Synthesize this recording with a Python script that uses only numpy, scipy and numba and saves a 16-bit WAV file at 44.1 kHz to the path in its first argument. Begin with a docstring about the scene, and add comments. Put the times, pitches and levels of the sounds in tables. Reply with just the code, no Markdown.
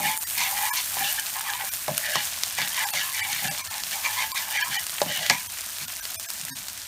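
"""A spoon drags, scrapes and knocks in a pan of foaming butter: friction grains and blows drive the pan's modes.
From the start bursting bubbles fizz as banded noise puffs over hiss; small bubbles ring; the pan rocks on the hob.
From 0.8 s louder spits, short rings with spray, join in; the deepest knock thuds at 5 s and stirring ends at 5.4 s.
After a last short scrape at 5.8 s the pan settles in soft low bumps at 6.4 s, and the fizz weakens.
Throughout: a low hum of shaped noise, a short room tail, and brief dropouts that keep only the strongest tones."""
import sys
import numpy as np
from scipy import signal
from scipy.fft import rfft, irfft
from scipy.io import wavfile
from scipy.ndimage import uniform_filter1d
from numba import njit

SR = 44100
rng = np.random.default_rng(int(sys.argv[2]) if len(sys.argv) > 2 else 0)


def attenuation_scalar(level_db):
    """Turn a level in dB into a linear amplitude multiplier (20 dB per decade)."""
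    decades = np.asarray(level_db, float) / 20
    return 10 ** decades


def unload_audio(sound):
    """Save the sound as a 16-bit wav file, at the path given as the first command line argument."""
    columns = np.transpose(np.atleast_2d(sound))
    # keep every value between -1 and 1, then stretch to whole-number steps
    steps = np.round(np.clip(columns, -1, 1) * 32767)
    wavfile.write(sys.argv[1], SR, steps.astype(np.int16))


N = 302967


def rms_one(x):
    """Scales to rms 1."""
    return x / np.sqrt(np.mean(x ** 2) + 1e-20)


def in_time(rows):
    """Joins rows (time_s, values) by straight lines, one array a column."""
    time_s, *columns = np.transpose(rows)
    return [np.interp(np.arange(N) / SR, time_s, column) for column in columns]


def coloured(x, points):
    """Filters x by a spectrum (freq_hz, level_db), straight over log frequency."""
    hz, level_db = np.transpose(points)
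    grid_hz = np.arange(N // 2 + 1) * SR / N + 1
    return irfft(rfft(x) * attenuation_scalar(np.interp(np.log(grid_hz), np.log(hz), level_db)), N)


def cut(x, hz, kind, order=4):
    """Butterworth high-, low- or band-pass."""
    return signal.sosfilt(signal.butter(order, hz, kind, fs=SR, output="sos"), x)


def drift(rate_hz):
    """Slow chance of rms 1, changing about rate_hz times a second; drawn at every 32nd sample."""
    r = np.exp(-64 * np.pi * rate_hz / SR)
    noise = rng.standard_normal(N // 32 + 2002)
    slow = signal.lfilter([1], [1, -2 * r, r * r], noise)[2000:]
    return np.interp(np.arange(N) / 32, np.arange(len(slow)), rms_one(slow))


def grains(per_s, spread_db):
    """Random clicks of either sign; most are small, a few large."""
    sizes = attenuation_scalar(spread_db * np.minimum(rng.exponential(1, N), 4.3)) * rng.choice([-1, 1], N)
    return sizes * (rng.random(N) < per_s / SR)


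def ring(clicks, hz, t60_s):
    """A fixed two-pole resonance: a unit click starts a decaying sine of height 1."""
    r, turn = attenuation_scalar(-60 / (t60_s * SR)), 2 * np.pi * hz / SR
    return signal.lfilter([0, np.sin(turn)], [1, -2 * r * np.cos(turn), r * r], clicks + 1e-18)


@njit
def glide(x, turn, r):
    """A two-pole resonance of pole radius r whose centre (radians a sample) moves."""
    y = np.zeros(len(x))
    for i in range(2, len(x)):
        y[i] = x[i] - x[i - 2] + 2 * r * np.cos(turn[i]) * y[i - 1] - r * r * y[i - 2]
    return y


def strokes(rows, rest_db):
    """Summed level_db of domed strokes (start_s, length_s, level_db), and a blend of values by stroke power."""
    rise_db_per_s, fall_db_per_s, dome_db = 800, 334, 3.5   # slopes before and after; sag of the ends
    lift_s = 5.42   # stirring ends: no more resting contact
    t, fine = np.arange(0, N / SR + .002, .001), np.arange(N) / SR
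    start, length, level_db = np.array(rows)[:, :3, None].transpose(1, 0, 2)
    along = np.clip((t - start) / np.maximum(length, .005), 0, 1)
    shape_db = -dome_db * (2 * along - 1) ** 2
    shape_db = shape_db - rise_db_per_s * np.maximum(start - t, 0)
    shape_db = shape_db - fall_db_per_s * np.maximum(t - start - length, 0)
    power = attenuation_scalar(2 * np.maximum(level_db + shape_db, -300))
    rest = attenuation_scalar(2 * rest_db) * (t < lift_s)
    total_db = 10 * np.log10(power.sum(axis=0) + rest + 1e-12)

    def blend(first, last):
        """Values run from first to last along each stroke."""
        values = first[:, None] * (1 - along) + last[:, None] * along
        return np.interp(fine, t, np.sum(power * values, axis=0) / power.sum(axis=0))

    return np.interp(fine, t, total_db), blend


# foam: time_s, level_db, bright_db (treble up, bass down)
FOAM_COURSE = [(0.0, -32.5, 8.5), (1.09, -29, 5.5), (1.2, -31, 4.5), (1.78, -32, 6), (2.2, -31, 3),
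               (2.45, -31.5, 1), (3.27, -30, 6), (3.62, -32, 0.5), (4.21, -32.5, 4.5), (5.93, -34, 2.5),
               (6.39, -34, 1), (6.87, -37, 0.5)]
# fizz spectrum: freq_hz, density_db (per Hz)
FIZZ_SPECTRUM = [(260, -46), (450, -25.5), (654, -8.5), (794, -11.5), (882, -10.5), (993, -9), (1220, -11),
                 (1750, -6.5), (1920, -10), (2870, -7.5), (3810, -7), (4360, -6), (4910, -6), (8540, -4),
                 (16000, -11)]


def fizz():
    """Clumped bubble bursts, each a millisecond noise puff in neighbouring bands, over a smooth steam hiss."""
    bursts = np.abs(grains(2000 * attenuation_scalar(2.5 * drift(25)), 4.4))
    edges_hz, dealt = np.geomspace(600, 17000, 9), rng.integers(0, 8, N)
    crackle = 0
    for k, (low_hz, high_hz) in enumerate(zip(edges_hz, edges_hz[1:])):
        fade = np.exp(-np.sqrt(low_hz) / (.042 * SR))   # small bubbles die faster
        in_band = np.abs(dealt - k) < 1.5   # a burst spills into the next bands
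        puffs = signal.lfilter([1], [1, -fade], bursts * in_band)
        crackle = crackle + cut(rms_one(puffs * rng.standard_normal(N)), [low_hz, high_hz], "band", order=1)
    hiss = rng.standard_normal(N) * attenuation_scalar(1.7 * drift(6.2))
    level_db, bright_db = in_time(FOAM_COURSE)
    foam = rms_one(coloured(rms_one(crackle) + attenuation_scalar(2.37) * hiss, FIZZ_SPECTRUM))
    low, top = cut(foam, 1130, "low", order=2), cut(foam, 8470, "high", order=2)
    # hotter foam tips the balance from large bubbles to small
    return attenuation_scalar(level_db) * (foam + (attenuation_scalar(-bright_db) - 1) * low + (attenuation_scalar(bright_db) - 1) * top)


# spits: start_s, level_db, pitch_hz
SPIT_BURSTS = [(0.803, -17, 3100), (0.9865, -17, 2880), (1.261, -19, 4020), (1.536, -12, 3530),
               (1.611, -18.5, 2940), (1.63, -28, 9000), (1.737, -8, 9700), (1.971, -14, 6000),
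               (1.9789, 0, 11500), (1.981, -12, 5000), (2.273, -16.5, 3480), (2.363, -17, 5060),
               (2.4353, -2.5, 5270), (2.4804, -12, 9200), (2.6175, -10, 3720), (2.623, -17, 3500),
               (2.676, -12, 4000), (2.6771, -26, 3220), (2.7776, -13, 3050), (2.888, -11.5, 4020),
               (3.557, -32, 4000), (3.578, -19, 3000), (3.6737, -19, 4660), (3.7814, -14.5, 5360),
               (3.8363, -10.5, 4600), (3.918, -21, 3600), (4.318, -7, 4500), (4.363, -16, 4000),
               (4.6822, -18, 6630), (4.867, -8.5, 8500), (4.8956, -16, 4200), (4.959, -23, 3000),
               (4.983, -15.5, 2940), (4.9868, -18, 3030), (5.0055, -18, 2000), (5.2642, -9, 3500),
               (5.383, -20, 6460), (5.578, -18, 8000), (5.587, -17, 7000), (5.592, -21, 2300),
               (5.6094, -11, 9100), (5.617, -28, 6350), (5.639, -20, 9210), (5.662, -16, 9370),
               (5.785, -17, 4000), (5.883, -22, 4000), (5.902, -23, 2600), (5.922, -22, 6000),
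               (6.053, -14, 4630), (6.055, -22, 3500), (6.09, -28, 5000), (6.1977, -8.5, 7200),
               (6.229, -19, 7450), (6.288, -17.5, 6140), (6.303, -7, 8900), (6.4513, -9.5, 8550),
               (6.684, -14, 5100), (6.7765, -15.5, 7800)]


def spits():
    """A big bubble bursts: a ring dying within a few cycles and a millisecond of spray."""
    out, t = np.zeros(N + 400), np.arange(400) / SR
    spray = rng.standard_normal((len(SPIT_BURSTS), 400))
    for (start_s, level_db, hz), noise in zip(SPIT_BURSTS, spray):
        pop = 1.38 * np.sin(2 * np.pi * hz * t) * np.exp(-t * hz)
        tail = cut(0.33 * noise * np.exp(-t / 0.0013), 0.17 * hz, "high", order=1)
        out[round(start_s * SR):][:400] += attenuation_scalar(level_db) * (pop + tail)
    return cut(out[:N], 640, "high", order=2)


def pops():
    """Scattered small bubbles ring a few cycles each, at pitches spread over two octaves."""
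    pops_per_s, re_foam_db, t60_cycles = 190, -14.0, 9.1
    born = grains(pops_per_s * attenuation_scalar(3.0 * drift(8.0)), 2.5)
    dealt = rng.integers(0, 16, N)
    rings = 0
    for k, hz in enumerate(np.geomspace(2000, 8000, 16)):
        rings = rings + ring(born * (dealt == k), hz, t60_cycles / hz)
    return attenuation_scalar(in_time(FOAM_COURSE)[0] + re_foam_db) * rms_one(cut(rings, 1390, "high", order=4))


# spoon bowl on the pan floor: start_s, length_s, level_db, first_hz, last_hz (favoured pitch)
BOWL_DRAGS = [(0.0, 0.11, -25, 798, 883), (0.382, 0.11, -29, 980, 880), (0.515, 0.19, -28, 800, 940),
              (0.674, 0.12, -34.5, 880, 1060), (0.937, 0.16, -33.5, 810, 790), (1.114, 0.15, -42, 800, 940),
              (1.352, 0.026, -28, 880, 880), (1.439, 0.09, -27, 880, 947), (1.595, 0.025, -26.5, 920, 895),
              (1.895, 0.13, -38.5, 600, 655), (2.027, 0.16, -31, 706, 690), (2.176, 0.041, -39, 756, 880),
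              (2.59, 0.052, -33.5, 910, 850), (2.71, 0.16, -34.5, 930, 950), (2.811, 0.051, -29, 960, 780),
              (2.928, 0.038, -26.5, 790, 734), (3.006, 0.17, -39, 1060, 1045),
              (3.144, 0.16, -35.5, 900, 856), (3.423, 0.089, -27.5, 750, 724),
              (3.584, 0.024, -39, 1010, 1030), (3.711, 0.058, -31.5, 900, 805),
              (3.944, 0.028, -27.5, 750, 880), (4.051, 0.078, -28.5, 1000, 840),
              (4.164, 0.082, -30, 1050, 880), (4.317, 0.039, -36.5, 1060, 1010),
              (4.34, 0.25, -35.5, 880, 850), (4.553, 0.077, -36, 880, 879), (4.606, 0.083, -34, 970, 1030),
              (4.717, 0.056, -36.5, 830, 840), (5.052, 0.043, -25, 635, 628), (5.142, 0.13, -33, 790, 770),
              (5.181, 0.068, -28, 683, 630), (5.306, 0.033, -25, 880, 935)]


def drags():
    """The dragging bowl: floor contact level_db and the shaking pitch_hz it favours."""
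    rest_db, wander_share = -67, 0.026
    first_hz, last_hz = np.array(BOWL_DRAGS)[:, 3:].T
    floor_db, blend = strokes(BOWL_DRAGS, rest_db)
    return floor_db, blend(first_hz, last_hz) * (1 + wander_share * drift(46.0))


# spoon edge on the pan: start_s, length_s, wall_db, wall_hz (favoured), rim_db (re wall)
EDGE_SCRAPES = [(0.024, 0.093, -27.5, 2110, -2.5), (0.383, 0.086, -26.5, 2230, 1),
                (0.445, 0.048, -35, 1640, -12), (0.555, 0.19, -31.5, 1836, -6.5),
                (0.757, 0.036, -35, 2460, 9.5), (0.98, 0.087, -32.5, 1680, -20),
                (1.039, 0.06, -33, 1950, 6), (1.179, 0.023, -31.5, 1730, -4),
                (1.349, 0.026, -33.5, 1760, -21), (1.457, 0.062, -30.5, 1810, -6),
                (1.54, 0.046, -39, 1880, -12), (1.598, 0.02, -25, 1580, -24),
                (2.031, 0.072, -28.5, 1810, -11), (2.108, 0.094, -28, 1900, 1),
                (2.585, 0.056, -26, 1840, -4.5), (2.714, 0.11, -36, 1970, -2),
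                (2.784, 0.044, -23.5, 1890, -8), (2.942, 0.067, -29, 2050, 2), (3.004, 0.02, -34, 1680, 1),
                (3.14, 0.11, -32, 1980, -1), (3.296, 0.11, -33.5, 2110, 0.5),
                (3.444, 0.042, -26.5, 1750, -4.5), (3.591, 0.017, -42.5, 2130, 6),
                (3.708, 0.091, -38, 1850, -12), (3.926, 0.011, -32, 2020, 3.5),
                (4.049, 0.018, -25.5, 2360, -5.5), (4.09, 0.02, -32, 1680, -12),
                (4.129, 0.021, -35, 1950, 3), (4.173, 0.08, -27.5, 2020, -4),
                (4.363, 0.018, -24.5, 2180, -3), (4.402, 0.063, -34, 1700, -4.5),
                (4.503, 0.03, -35.5, 1840, 1), (4.54, 0.08, -24.5, 1958, -6.5),
                (4.713, 0.059, -28, 1830, -1), (5.084, 0.12, -32, 1850, 2.5),
                (5.213, 0.11, -30, 2040, -1.5), (5.315, 0.03, -24, 2280, -7), (5.807, 0.015, -37, 2520, 0)]


def scrapes():
    """The scraping edge: wall and rim levels_db and favoured pitches_hz, which fall along a scrape and waver."""
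    rest_wall_db, rest_rim_db = -76, -77
    sag_share, wander_share, rim_over_wall = 0.059, 0.062, 1.65
    middle_hz = np.array(EDGE_SCRAPES)[:, 3]
    wall_db, blend = strokes(EDGE_SCRAPES, rest_wall_db)
    wall_hz = blend(middle_hz * (1 + sag_share / 2), middle_hz * (1 - sag_share / 2))
    wall_hz = wall_hz * (1 + wander_share * drift(19.0))
    rim_rows = [(start_s, length_s, db + rim_db) for start_s, length_s, db, _, rim_db in EDGE_SCRAPES]
    rim_db, _ = strokes(rim_rows, rest_rim_db)
    return wall_db, wall_hz, rim_db, rim_over_wall * wall_hz


# pan rocking on the hob: start_s, length_s, level_db
HOB_ROCKS = [(0.0, 0.087, -40), (.38, 0.039, -49), (.97, 0.083, -49.5), (1.895, 0.036, -38.5),
             (2.16, 0.03, -41), (2.6, 0.043, -41.5), (2.94, .06, -50), (3.3, 0.17, -52), (3.44, 0.07, -39),
             (4.69, 0.041, -45), (5.028, 0.058, -36), (5.18, 0.034, -44.5), (5.3, 0.03, -33),
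             (5.81, 0.016, -44), (6.39, 0.25, -55)]


def rocks():
    """Level_db of the pan rubbing on the hob as it rocks."""
    return strokes(HOB_ROCKS, -61.5)[0]


# spoon chatters down: delay_s (after the knock), share (of the blow)
REBOUNDS = [(.0017, 0.19), (.0062, 0.1), (.011, -.2)]
# knocks and rebounds: start_s, dull_db, floor_hz (favoured), bright_db,
# chatter (0-1, scales the mode strikes and the rebound ticks), thud_db
SPOON_KNOCKS = [(.969, -33, 900, -27, 0.7, -22), (1.638, -40, 625, -38, .5, -31),
                (1.8805, -20, 625, -24, 0.9, -20), (1.902, -32, 700, -31, 0.4, -21),
                (2.1563, -29, 1150, -15, 0.6, -10), (2.162, -25, 880, -36, 0.5, -20),
                (2.5855, -31.5, 920, -19, 0.76, -20), (2.936, -29, 850, -21, 0.64, -28),
                (4.044, -46, 1060, -36, .6, -25.5), (5.0165, -13.5, 630, -15, 0.5, -5.5),
                (5.298, -36, 1000, -6.5, 0.97, -21), (5.3017, -24, 880, -18, 0.56, -12.5),
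                (5.3073, -26, 786, -17, 0.66, -16)]
KNOCK_S, DULL_DB, KNOCK_HZ, BRIGHT_DB, CHATTER, THUD_DB = np.transpose(SPOON_KNOCKS)
KNOCK_AT = np.round(KNOCK_S * SR).astype(int)


def strikes(k, share_db):
    """Clicks that strike mode k: each knock and its rebounds, with a chance level per knock."""
    blow = attenuation_scalar(share_db + 2.5 * rng.standard_normal(len(KNOCK_AT)))
    out = np.zeros(N)
    for delay_s, share in [(0.00068, 1)] + REBOUNDS:
        # neighbouring modes start in opposite sense
        out[KNOCK_AT + round(delay_s * SR)] = share * CHATTER * blow * (-1) ** k
    return out


def thuds():
    """The pan floor under the spoon gives a damped thud, 60 dB down after 11 cycles."""
    out, click = np.zeros(N), np.arange(2000) == 0
    for i, hz, thud_db in zip(KNOCK_AT, KNOCK_HZ, THUD_DB):
        out[i:i + 2000] += ring(attenuation_scalar(thud_db) * click, hz, 11 / hz)
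    return out


def ticks():
    """The sharp contact of each knock: a click and a noise burst decaying in 2.5 ms."""
    tick = np.zeros(N)
    tick[KNOCK_AT] = attenuation_scalar(BRIGHT_DB + 3.5)
    for delay_s, share in REBOUNDS:
        tick[KNOCK_AT + round(delay_s * SR)] = np.abs(share) * CHATTER * tick[KNOCK_AT]
    burst = signal.lfilter([1], [1, -np.exp(-1 / (0.0025 * SR))], tick) * rng.standard_normal(N)
    return cut(burst + 1.7 * tick, [1500, 7500], "band", order=2)


# pan modes: freq_hz, level_db, t60_s
PAN_MODES = [(155.5, 4, 0.079), (193.4, -8, 0.2), (245, 3, 0.018), (396, -17, 0.035), (544, -5, 0.13),
             (580, 2, 0.16), (616, 3, 0.084), (810.6, 1, 0.11), (880, -9.5, 0.26), (996, -1, 0.2),
             (1060, 2, 0.071), (1206, 6, 0.029), (1667, -6.5, 0.18), (1733, -1.5, 0.04), (1966, -22, 0.023),
             (1947, -4.5, 0.04), (2110, -3, 0.038), (2245, 0, 0.041), (2353, 2.5, 0.026),
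             (2750, -2.5, 0.027), (2966, 0, 0.043), (3188, -5.5, 0.015), (3480, -8, 0.041),
             (3667, -4, 0.019), (4275, -1, 0.019), (4630, -3.5, 0.028), (5200, -2, 0.019),
             (5370, -15.5, 0.012), (5870, 5, 0.0039)]


def spoon():
    """Friction grains and knocks drive each mode; where the spoon bears decides which modes it favours."""
    floor_from_hz, wall_from_hz, rim_from_hz = 400, 1400, 2600
    mode_bend_share = 0.015
    floor_db, floor_hz = drags()
    wall_db, wall_hz, rim_db, rim_hz = scrapes()
    rock_db = rocks()
    grit = rms_one(grains(4000, 3.0)) * attenuation_scalar(1.7 * drift(65))   # the edge sticks and slips
    pressure = drift(5.0)
    pan, rocking, blows = np.zeros((3, N))
    for k, (hz, level_db, t60_s) in enumerate(PAN_MODES):
        if hz < floor_from_hz:
            rub_db = rock_db - 10.5
            share_db = DULL_DB - 18.0
        elif hz < wall_from_hz:
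            rub_db = floor_db - 8.5 - 42 * np.abs(np.log2(hz / floor_hz))
            share_db = DULL_DB + 3.5 - 16 * np.abs(np.log2(hz / KNOCK_HZ))
        elif hz < rim_from_hz:
            rub_db = wall_db - 8.5 - 18 * np.abs(np.log2(hz / wall_hz))
            share_db = BRIGHT_DB - 6.5
        else:
            rub_db = rim_db - 7.5 - 14 * np.abs(np.log2(hz / rim_hz))
            share_db = BRIGHT_DB - 10.0
        # each mode above the rocking ones comes and goes along a stroke
        wander = attenuation_scalar(3.22 * drift(11.2) * (hz > floor_from_hz))
        strike = strikes(k, share_db)
        # the spoon stays pressed down and damps most of the ring early; a little rings on freely
        damped = attenuation_scalar(level_db) * ring(strike, hz, 0.49 * t60_s)
        force = grit * wander * attenuation_scalar(rub_db) * np.sqrt(28 / (t60_s * SR)) + 0.066 * strike
        # pressing on the pan detunes it, each mode at its own delay
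        turn = 2 * np.pi * hz / SR * (1 + mode_bend_share * np.roll(pressure, k * 9000))
        free = attenuation_scalar(level_db) * glide(force, turn, attenuation_scalar(-60 / (t60_s * SR))) / 2
        if hz < floor_from_hz:
            rocking += damped + free
        else:
            blows += damped
            pan += free
    # the gap between spoon bowl and pan adds resonances that slide with the stroke
    gaps = (floor_hz, 120, floor_db - 10.5), (wall_hz, 240, wall_db - 9.5), (rim_hz, 400, rim_db - 16.5)
    for hz, width_hz, level_db in gaps:
        turn, r = 2 * np.pi * hz / SR, np.exp(-np.pi * width_hz / SR)
        pan += attenuation_scalar(level_db) * rms_one(glide(glide(grit, turn, r), turn, r))
    # crumbs crunch under the edge
    pan += attenuation_scalar(rim_db - 12.5) * rms_one(cut(grains(970, 3.6), [3000, 5600], "band", order=2))
    # the hob rumbles along
    rocking += attenuation_scalar(rock_db - 11.0) * rms_one(cut(grit, [90, 250], "band", order=2))
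    # a small pan radiates little below its lowest modes, and is silent between two of them
    null_hz, null_width_hz = 701, 49
    body = cut(pan, 617, "high", order=6)
    body = signal.lfilter(*signal.iirnotch(null_hz, null_hz / null_width_hz, SR), body)
    knocked = cut(blows + thuds(), 355, "high", order=3)
    return body + knocked + cut(rocking, [75, 300], "band", order=2) + ticks()


# pan settling softly on the hob: centre_s, level_db, pitch_hz, length_s
SETTLING = [(6.408, -48, 151, .03), (6.44, -41.5, 155, 0.032), (6.519, -47.5, 269, 0.074),
            (6.52, -44, 153, .04)]


def bumps():
    """Each soft bump is a low tone that swells and dies."""
    t, out = np.arange(N) / SR, np.zeros(N)
    for centre_s, level_db, hz, length_s in SETTLING:
        swell = np.cos(np.pi * np.clip((t - centre_s) / length_s, -.5, .5)) ** 2
        out += attenuation_scalar(level_db) * swell * np.sin(2 * np.pi * hz * t)
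    return out


def kitchen(x):
    """A short dull tail from hard walls close by: decaying noise, t60 91 ms, convolved with x."""
    t = np.arange(SR // 3) / SR
    tail = rng.standard_normal(len(t)) * attenuation_scalar(-60 * t / 0.091) * (t > .004)
    tail = signal.lfilter([1], [1, -.5], tail)
    return signal.fftconvolve(x, tail / np.sqrt(np.sum(tail ** 2)))[:N]


# hum spectrum: freq_hz, density_db (per Hz)
HUM_SPECTRUM = [(15, -48), (25, -19), (49, -5.5), (70, -6), (102, 1), (129, -20), (188, -8.5), (316, -14),
                (355, -15), (560, -26), (730, -23), (1230, -120)]


def hum():
    """Low kitchen hum: noise shaped to a low spectrum."""
    return attenuation_scalar(-57) * rms_one(coloured(rng.standard_normal(N), HUM_SPECTRUM))


def scene():
    """One microphone feeds both channels."""
    pan = spoon() + spits() + bumps() + pops()
    return np.tile(pan + attenuation_scalar(-18) * kitchen(pan) + fizz() + hum(), (2, 1))


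# dropouts: centre_s, depth_db, length_s (before the fades widen it)
DROPOUT_MOMENTS = [(0.192, -14, 0.014), (0.255, -16, 0.017), (0.714, -38, 0.025), (1.705, -15, 0.015),
                   (2.857, -14, 0.012), (2.92, -14, 0.013), (3.219, -15, 0.017), (3.498, -15, 0.017),
                   (3.628, -12, 0.018), (3.692, -13, 0.015), (4.331, -17, 0.02), (4.586, -9, 0.012),
                   (4.629, -12, 0.016), (4.778, -14, 0.011), (5.483, -15, 0.015), (5.866, -14, 0.012),
                   (6.014, -14, 0.016), (6.179, -31, 0.027), (6.275, -22, 0.013), (6.528, -35, 0.042)]


def drop_out(x):
    """For a moment all sinks except the few tones that are loudest or stand highest over their neighbours."""
    out = x.copy()
    for centre_s, depth_db, length_s in DROPOUT_MOMENTS:
        half = round((length_s / 2 + 0.009) * SR)
        span = slice(round(centre_s * SR) - half, round(centre_s * SR) + half)
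        spectrum = rfft(x[span] * signal.windows.tukey(2 * half, .5))
        power = np.abs(spectrum) ** 2
        stands = power > 4.0 * uniform_filter1d(power, size=61, mode="constant")
        stands = stands | (power > 9 * power.mean())
        near_peak = uniform_filter1d(stands * 1., size=3) > 0
        tones = attenuation_scalar(5.0) * irfft(spectrum * near_peak, 2 * half)
        away_s = np.abs(np.arange(-half, half)) / SR
        fade = np.clip((length_s / 2 + 0.0091 - away_s) / 0.011, 0, 1)
        kept = 1 - (1 - attenuation_scalar(depth_db)) * np.sin(np.pi / 2 * fade) ** 2
        out[span] = kept * x[span] + (1 - kept) * tones
    return out


def top_cut(x):
    """Nothing passes above the cut-off."""
    return signal.sosfilt(signal.butter(12, 17090, fs=SR, output="sos"), x)


# microphone housing dips: centre_hz, width_hz, share (of the band removed)
HOUSING_DIPS = [(7880, 670, 0.22), (10340, 1600, 0.4)]


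def record(dry):
    """Rounded peaks, two dips of the microphone housing, brief dropouts, then the top cut."""
    x = 1.2 * np.tanh(dry[0] / 1.2)
    for hz, width_hz, share in HOUSING_DIPS:
        x = x - share * signal.lfilter(*signal.iirpeak(hz, hz / width_hz, SR), x)
    low_pass = signal.cheby2(20, 80, 16080, fs=SR, output="sos")   # order, stop_db, stop_hz
    cut_top = signal.sosfilt(low_pass, drop_out(x))
    return top_cut(np.tile(cut_top, (2, 1)))


dry = scene()
out = record(dry)
unload_audio(out)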